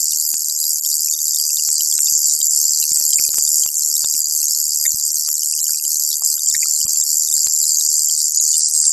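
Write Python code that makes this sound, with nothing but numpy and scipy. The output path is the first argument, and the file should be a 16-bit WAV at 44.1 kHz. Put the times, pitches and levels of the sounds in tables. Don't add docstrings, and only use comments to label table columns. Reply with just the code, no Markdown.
import sys
import numpy as np
from scipy import signal
from scipy.fft import rfft, irfft, next_fast_len
from scipy.io import wavfile
from scipy.ndimage import uniform_filter1d

SR = 44100
rng = np.random.default_rng(int(sys.argv[2]) if len(sys.argv) > 2 else 0)


def dump_mix(stems):
    frames = np.atleast_2d(stems).T
    limited = np.clip(frames, -1, 1)
    pcm = np.round(limited * 32767).astype(np.int16)
    wavfile.write(sys.argv[1], SR, pcm)


def natural_amplitude(level_db):
    exponent = np.asarray(level_db, float) / 20
    return 10 ** exponent


N = 393372
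WALL = round(.006984 * SR)
BLOCK, FIRST = 128, 87
CELL_HZ = SR / (2 * BLOCK)
LOW_CELLS = 26


def evened(x):
    return x / np.sqrt(np.mean(x ** 2) + 1e-20)


def follow(points, t):
    return np.interp(t, *np.transpose(points))


def read(points, hz):
    f, value = np.transpose(points)
    return np.interp(np.log(hz + 1), np.log(f + 1), value)


def band(x, lo_hz, hi_hz, edge_hz):
    size = next_fast_len(N)
    hz = np.fft.rfftfreq(size, 1 / SR)
    gain = np.clip(np.minimum(hz - lo_hz, hi_hz - hz) / edge_hz + .5, 0, 1)
    return evened(irfft(rfft(x, size) * gain, size)[..., :N])


def resonate(x, hz, width_hz):
    turn = np.exp(2j * np.pi * np.cumsum(hz * np.ones(N)) / SR)
    r = np.exp(-np.pi * width_hz / SR)
    return 2 * (turn * signal.lfilter([1 - r], [1, -r], x / turn)).real


def cells():
    n, k = np.arange(2 * BLOCK)[:, None] + .5, np.arange(BLOCK) + .5
    window = np.sin(np.pi * n / (2 * BLOCK))
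    return window * np.cos(np.pi / BLOCK * (n + BLOCK / 2) * k) * np.sqrt(2 / BLOCK)


# time_s, slap_level_db
EFFORT = [(0, -17.5), (.4, -22), (.9, -19.5), (1.5, -19), (2.1, -15.5), (2.6, -15.5), (3.2, -17),
          (3.6, -15.5), (3.9, -19), (4.6, -19.5), (5.3, -20.5), (5.8, -20), (6.4, -18.5), (6.9, -17),
          (7.6, -16), (8.2, -16), (8.5, -15), (8.92, -17)]
# center_s, length_s, change_db
JOLTS = [(0.816, 0.044, -10.5), (1.176, 0.081, -6.5), (2.205, 0.054, -3.9), (2.296, 0.14, 0.5),
         (2.381, 0.11, -6.5), (2.865, 0.09, -4.5), (2.969, 0.049, 2.5), (3.137, 0.019, 7.5),
         (3.242, 0.014, 4.5), (3.302, 0.094, -5), (3.71, 0.12, -9.5), (4.263, 0.081, -1.5),
         (4.37, 0.086, 3.5), (4.522, 0.042, 3.5), (4.891, 0.079, 3), (4.965, 0.06, -4),
         (5.125, 0.029, -3.8), (5.812, 0.064, -9), (6.202, 0.09, -8), (6.253, 0.055, 4.5),
         (6.391, 0.13, -5.6), (6.488, 0.043, 6.5), (6.866, 0.045, -9.5), (7.053, 0.04, -8),
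         (7.273, 0.12, -3.5), (7.483, 0.037, -5.5), (8.172, 0.057, -4), (8.317, 0.077, -7),
         (8.709, 0.074, -5.5), (8.874, 0.074, 6)]
# time_s, share
TURN = [
    (0, 0.13),
    (6.1, 0.07),
    (6.6, .3),
    (7.9, 0.2),
    (8.3, .5),
    (8.58, 0.64),
    (8.62, 2.6),
    (8.67, 2.5),
    (8.69, 1),
    (8.92, 0.72),
]


def controls(t):
    level_db = follow(EFFORT, t)
    level_db = level_db + sum(db * np.exp(-8 * ((t - s) / length) ** 2) for s, length, db in JOLTS)
    over_db, turn = level_db + 18, follow(TURN, t)
    steps, flutter_s = rng.standard_normal((300, 4)), .04
    shake, ring, shoulder, bright = (np.interp(t, np.arange(len(steps)) * flutter_s, c) for c in steps.T)
    ring_db = -6 + 1.08 * over_db - 4 * np.clip(2 * turn - 1, 0, 1) + 2 * ring
    shoulder_db = -9.5 - .44 * over_db + 4 * np.clip(2 * turn - .8, 0, 1) + shoulder
    bright_db = -8 - .88 * over_db - 4.5 * turn + 1.06 * bright
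    return level_db + .13 * shake, ring_db, shoulder_db, bright_db


# time_s, lead_strokes
LEAD = [(0, -.345), (.8, .64), (1, .733), (1.4, 1.025), (2, 1.177), (2.5, 1.04), (3, .977), (3.5, .72),
        (3.8, .685), (4.6, .663), (5, .585), (5.4, .623), (5.8, 1), (6.6, .95), (7.4, 1.354), (8, 1.85),
        (8.4, 2.115), (8.92, 2.81)]


def slaps(t):
    strokes_per_s = 75.7
    strokes = strokes_per_s * t + follow(LEAD, t) + 1.21
    chance = rng.standard_normal((int(strokes[-1]) + 1, 2))[strokes.astype(int)]
    late_s = .00033 * abs(chance[:, 0])
    since_s = np.maximum(strokes % 1 / strokes_per_s - late_s, 0)
    slap = evened((since_s / .0016) ** 3 * np.exp(-since_s / .0008) * natural_amplitude(.6 * chance[:, 1]))
    habit = rng.standard_normal(SR)[(since_s * SR).astype(int)]
    fresh, rebound, chatter = rng.standard_normal((3, N))
    drive = slap * (.41 * habit + .98 * fresh)
    drive = drive + natural_amplitude(-11.5) * np.roll(slap, 290) * rebound
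    drive = drive + natural_amplitude(-5) * uniform_filter1d(chatter, size=4)
    drive = drive + natural_amplitude(-6.5) * uniform_filter1d(np.roll(drive, WALL), size=2)
    return slap, drive


# pitch_hz, width_hz, level_db
FRAME = [(4870, 150, -8), (5450, 150, -10), (6450, 120, -8), (7010, 120, -8), (8030, 150, -12),
         (10000, 250, -12), (11500, 250, -10), (12500, 300, -12)]
# time_s, pitch_hz
RING_HZ = [
    (0, 7300),
    (8.29, 7300),
    (8.364, 6800),
    (8.5, 6850),
    (8.6, 7500),
    (8.734, 7800),
    (8.82, 7330),
    (8.92, 7390),
]


def frame_ring(drive, ring_db, t):
    grip = rng.standard_normal((N // 256 + 1, len(FRAME)))
    grip = evened(uniform_filter1d(grip, size=14, axis=0))
    grip_db = [np.interp(t, np.arange(len(g)) * 256 / SR, 3 * g) for g in grip.T]
    main_hz = RING_HZ[0][1]
    bend = follow(RING_HZ, t) / main_hz
    detune = .006 / 3
    body = drive
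    for (hz, width_hz, db), g in zip(FRAME, grip_db):
        mode = resonate(drive, hz * bend * (1 + detune * g[::-1]), width_hz)
        body = body + natural_amplitude(6 + db + g) * mode
    main = resonate(drive, main_hz * bend * (1 + detune * grip_db[0]), 190)
    return body + natural_amplitude(7.5 + 1.5 * (np.maximum(ring_db, -8) + 5)) * main


# pitch_hz, density_db
RATTLE = [(1760, -64), (3000, -36.5), (3510, -28.5), (4250, -21.5), (4820, -7), (5200, -13), (5540, -7),
          (6130, -7), (7190, -1), (7560, -1), (9350, -23), (10700, -13.5), (11600, -9), (12800, -14),
          (13600, -24)]


def rattle(body, slap, shoulder_db, bright_db):
    size = next_fast_len(N)
    shaped = irfft(rfft(body, size) * natural_amplitude(.7 * read(RATTLE, np.fft.rfftfreq(size, 1 / SR))), size)[:N]
    low = band(shaped, 3900, 8000, 500)
    low = low / np.sqrt(uniform_filter1d(low ** 2, size=1750))
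    beat = evened(3.5 + uniform_filter1d(slap + .83 * np.roll(slap, WALL), size=80))
    shoulder = natural_amplitude(np.maximum(shoulder_db, -15) + .45) * band(shaped, 7966, 10200, 220)
    bright = natural_amplitude(np.maximum(bright_db, -30) - .16) * beat * band(shaped, 10200, 13600, 300)
    return low + shoulder + bright


def hand_shade(buzz):
    hz, frames_s, z = signal.stft(buzz, SR, nperseg=256)
    shade = rng.standard_normal(z.T.shape)
    shade = uniform_filter1d(uniform_filter1d(shade, size=9, axis=0), size=4, axis=1).T
    top = 10 * np.clip(hz / 12400 - 1, 0, .1)[:, None]
    z = z * natural_amplitude(-14 * top * np.minimum(follow(TURN, frames_s), 1))
    z = z * natural_amplitude(2.8 * evened(shade - shade[22:47].mean(0)))
    return signal.istft(z, SR, nperseg=256)[1][:N]


def machine():
    t = np.arange(N) / SR
    slap, drive = slaps(t)
    level_db, ring_db, shoulder_db, bright_db = controls(t)
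    body = frame_ring(drive, ring_db, t)
    buzz = rattle(body, slap, shoulder_db, bright_db)
    return natural_amplitude(level_db + .5) * hand_shade(buzz)


# pitch_hz, step_db
STEP = [(3300, -11.5), (7000, -11), (9500, -10.5), (13500, -11)]
# start_s, end_s
SMEARED = [
    (2.288, 2.334),
    (8.163, 8.21),
    (8.511, 8.558),
    (8.743, 8.79),
]


def starve(x):
    basis, count = cells(), N // BLOCK + 2
    padded = np.pad(x, (BLOCK - FIRST, 3 * BLOCK))
    at = np.arange(count)[:, None] * BLOCK + np.arange(2 * BLOCK)
    cell = padded[at] @ basis
    hz, t = (np.arange(BLOCK) + .5) * CELL_HZ, (at[:, 0] + FIRST) / SR
    groups = count // 8 + 1
    budget_db = 1.8 * np.repeat(rng.standard_normal(groups), 8)[:count, None]
    band_db = 1.8 * np.kron(rng.standard_normal((groups, 32)), np.ones((8, 4)))[:count]
    loud_db = 10 * np.log10(uniform_filter1d((cell ** 2).mean(1), size=12) + 1e-9)[:, None]
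    step = natural_amplitude(read(STEP, hz) + budget_db + band_db + .7 * (loud_db + 17))
    rounded = np.sign(cell) * step * np.floor((abs(cell) / step) ** .75 + .36) ** (4 / 3)
    rounded = np.array([rounded, rounded])
    for start_s, end_s in SMEARED:
        inside = (t > start_s) & (t < end_s)
        fill_gain = natural_amplitude(-19 - np.maximum(hz - 12000, 0) / 150) * (hz < 14600)
        fill = fill_gain * rng.standard_normal(rounded[:, inside].shape)
        rounded[:, inside] = np.where(hz > 8800, fill, cell[inside] * (hz > 3700))
    halves = rounded @ basis.T
    joined = halves[..., :BLOCK] + np.roll(halves[..., BLOCK:], 1, 1)
    return joined.reshape(2, -1)[:, BLOCK - FIRST:][:, :N]


def gate(length, chance):
    return np.repeat(rng.random(N // length + 1) < chance, length)[:N]


def top_fizz(buzz):
    frame_s = np.arange(N // 1024 + 1) * 1024 / SR
    opened = gate(1024, .74 - .25 * follow(TURN, frame_s)) * gate(256, .7) * gate(4096, .8)
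    envelope = uniform_filter1d(abs(buzz) * opened, size=200)
    return natural_amplitude(-56.5) * band(envelope * rng.standard_normal((2, N)), 13700, 15850, 100)


def play_cells(events):
    out, basis = np.zeros(N + 2 * BLOCK), cells()[:, :LOW_CELLS]
    for s, db, gains in events:
        start = FIRST + BLOCK * (round((s * SR - FIRST) / BLOCK) - 1)
        signs = rng.choice([-1, 1], LOW_CELLS)
        out[start:start + 2 * BLOCK] += natural_amplitude(db + 1.5) * basis @ (gains * signs)
    return out[:N]


def one_cell(hz):
    return (np.arange(LOW_CELLS) == int(hz / CELL_HZ)).astype(float)


EDGE_BLIPS_S = [.121, .8611, 1.1368, 1.1485, 1.19, 1.3458, 1.37, 3.476, 6.1407, 6.393, 6.512, 7.026, 7.2872]


def edge_blips():
    return play_cells([(s, -11, one_cell(3700)) for s in EDGE_BLIPS_S])


# start_s, level_db, pitch_hz
TICKS = [(.1326, -18, 2842), (.8495, -14, 3186), (1.0846, -17, 2497), (1.3981, -15, 3186),
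         (1.5026, -17, 2670), (1.5954, -12, 2842), (1.8073, -5, 3014), (1.9263, -9, 3359),
         (2.0831, -17, 2670), (2.4139, -11, 3186), (2.8261, -11, 2842), (2.8406, -11, 2670),
         (3.1047, -20, 3186), (3.1309, -7, 3186), (3.2499, -14, 2497), (3.6359, -9, 3186),
         (3.6881, -11, 2842), (4.4283, -20, 2670), (5.4325, -15, 3014), (5.537, -14, 2670),
         (5.5893, -16, 3014), (5.6676, -15, 3014), (5.746, -18, 2497), (5.7983, -17, 2670),
         (5.8505, -15, 3014), (6.1291, -14, 3359), (6.4716, -18, 3186), (6.6574, -18, 1292),
         (6.8141, -12, 3014), (8.097, -9, 3186)]


def needle_ticks():
    return play_cells([(s, db, one_cell(hz)) for s, db, hz in TICKS])


# start_s, cell_level_db, low_pitch_hz, high_pitch_hz, share_of_cells_above
KNOCKS = [(.3416, -20, 258, 2670, .2), (1.6883, -23, 86, 2325, .37), (1.9902, -17, 1464, 2670, .2),
          (2.919, -18, 86, 258, .11), (3.0119, -22, 258, 602, .08), (3.1976, -20, 86, 258, .26),
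          (3.2905, -19, 86, 430, .08), (3.3427, -21, 86, 1292, .32), (3.3834, -18, 86, 430, .47),
          (3.662, -20, 86, 947, .32), (4.0451, -17, 86, 947, .21), (4.1496, -23, 258, 2842, .05),
          (4.8114, -24, 86, 602, 0), (5.2874, -21, 1119, 1292, .2), (5.6938, -21, 1464, 1636, 0),
          (6.222, -18, 775, 1119, .03), (6.3788, -24, 1464, 3014, .05), (6.5645, -20, 86, 1981, .05),
          (6.8664, -23, 258, 1119, .1), (6.9593, -24, 2670, 3359, 0), (7.3772, -25, 258, 1636, 0),
          (7.4701, -21, 86, 2497, .63), (8.8401, -25, 1464, 1981, 0)]


def hand_knocks():
    index, events = np.arange(LOW_CELLS), []
    for s, db, low_hz, high_hz, share in KNOCKS:
        lucky = rng.random(LOW_CELLS) < 1.9 * share
        gains = natural_amplitude(-5) * lucky * (index >= low_hz // CELL_HZ) * (index * CELL_HZ < 3900)
        gains[[int(low_hz / CELL_HZ), int(high_hz / CELL_HZ)]] = 1
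        events.append((s, db, gains))
    return play_cells(events)


# start_s, peak_level_db, pitch_hz
PINGS = [(0.4963, -26, 4080), (0.6384, -23, 4000), (1.5703, -26, 3680), (1.6866, -32, 4280),
         (1.7789, -28, 4210), (1.8063, -26, 4080), (1.9764, -25, 4100), (2.0697, -27, 3710),
         (2.4139, -21, 3810), (2.825, -23, 3980), (3.1288, -26, 4050), (3.2889, -29, 4080),
         (3.8317, -24, 4240), (3.9644, -23, 3900), (4.0447, -26, 3710), (4.136, -28, 4030),
         (4.4124, -29, 4290), (4.4817, -30, 3990), (4.5456, -27, 4260), (4.8589, -27, 3700),
         (5.9554, -25, 4190), (6.113, -24, 3920), (6.551, -25, 3890), (6.76, -24, 4280),
         (7.3257, -27, 3700), (7.4704, -24, 4160), (7.639, -24, 4050), (7.7034, -26, 4290),
         (7.8077, -24, 3890), (8.3968, -26, 4050)]


def edge_pings():
    return play_cells([(s + BLOCK / SR, db + 20, one_cell(hz)) for s, db, hz in PINGS])


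# start_s, level_db
OVERLOADS = [
    (2.018, -16),
    (2.7867, -28.5),
    (2.973, -9.5),
    (6.4729, -23),
    (7.785, -19),
    (8.3991, -24.5),
    (8.7222, -24.5),
    (8.9185, -15),
]


def overloads():
    out = np.zeros(N)
    for s, db in OVERLOADS:
        out[round(s * SR)] = natural_amplitude(db)
    return out


# start_s, level_db
THUDS = [
    (2.1237, -17),
    (4.9449, -11),
    (5.7054, -28),
    (6.5239, -24),
    (6.8519, -11),
]


def wrist_thuds():
    return play_cells([(s, db, one_cell(86)) for s, db in THUDS])


# start_s, length_s, level_db, low_hz, high_hz
CLINKS = [
    (3.186, .007, -12, 2153, 2497),
    (4.8549, .01, -11, 1808, 2153),
    (6.5471, .007, -9, 1808, 2153),
    (6.6284, .007, -12, 2153, 2497),
]


def grip_clinks():
    events = []
    for s, length_s, db, low_hz, high_hz in CLINKS:
        for hz in np.arange(low_hz, high_hz + 1, CELL_HZ):
            for late_s in np.arange(0, length_s, BLOCK / SR):
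                events.append((s + late_s, db, one_cell(hz)))
    return play_cells(events)


# pitch_hz, level_db
SQUEAK = [(2950, -38), (3600, -36)]


def squeak():
    start_s, length_s = 8.532, .029
    t = np.arange(round(length_s * SR)) / SR
    tone = sum(natural_amplitude(db) * np.sin(2 * np.pi * hz * t) for hz, db in SQUEAK)
    out = np.zeros(N)
    out[round(start_s * SR):][:len(t)] = tone * signal.windows.tukey(len(t), .3)
    return out


def scene():
    return np.tile(machine(), (2, 1))


def roll_off(x):
    return signal.sosfilt(signal.butter(12, 15850, fs=SR, output="sos"), x)


def record(dry):
    limited = .68 * np.tanh(dry.mean(0) / .76) * natural_amplitude(1.19)
    buzz = starve(limited) + edge_blips() + needle_ticks() + hand_knocks() + edge_pings()
    buzz = buzz + wrist_thuds() + grip_clinks() + squeak()
    mix = np.clip(buzz + overloads() + top_fizz(buzz[0]), -1, 1)
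    return roll_off(mix + natural_amplitude(-100) * rng.standard_normal(N))


dry = scene()
out = record(dry)
dump_mix(out)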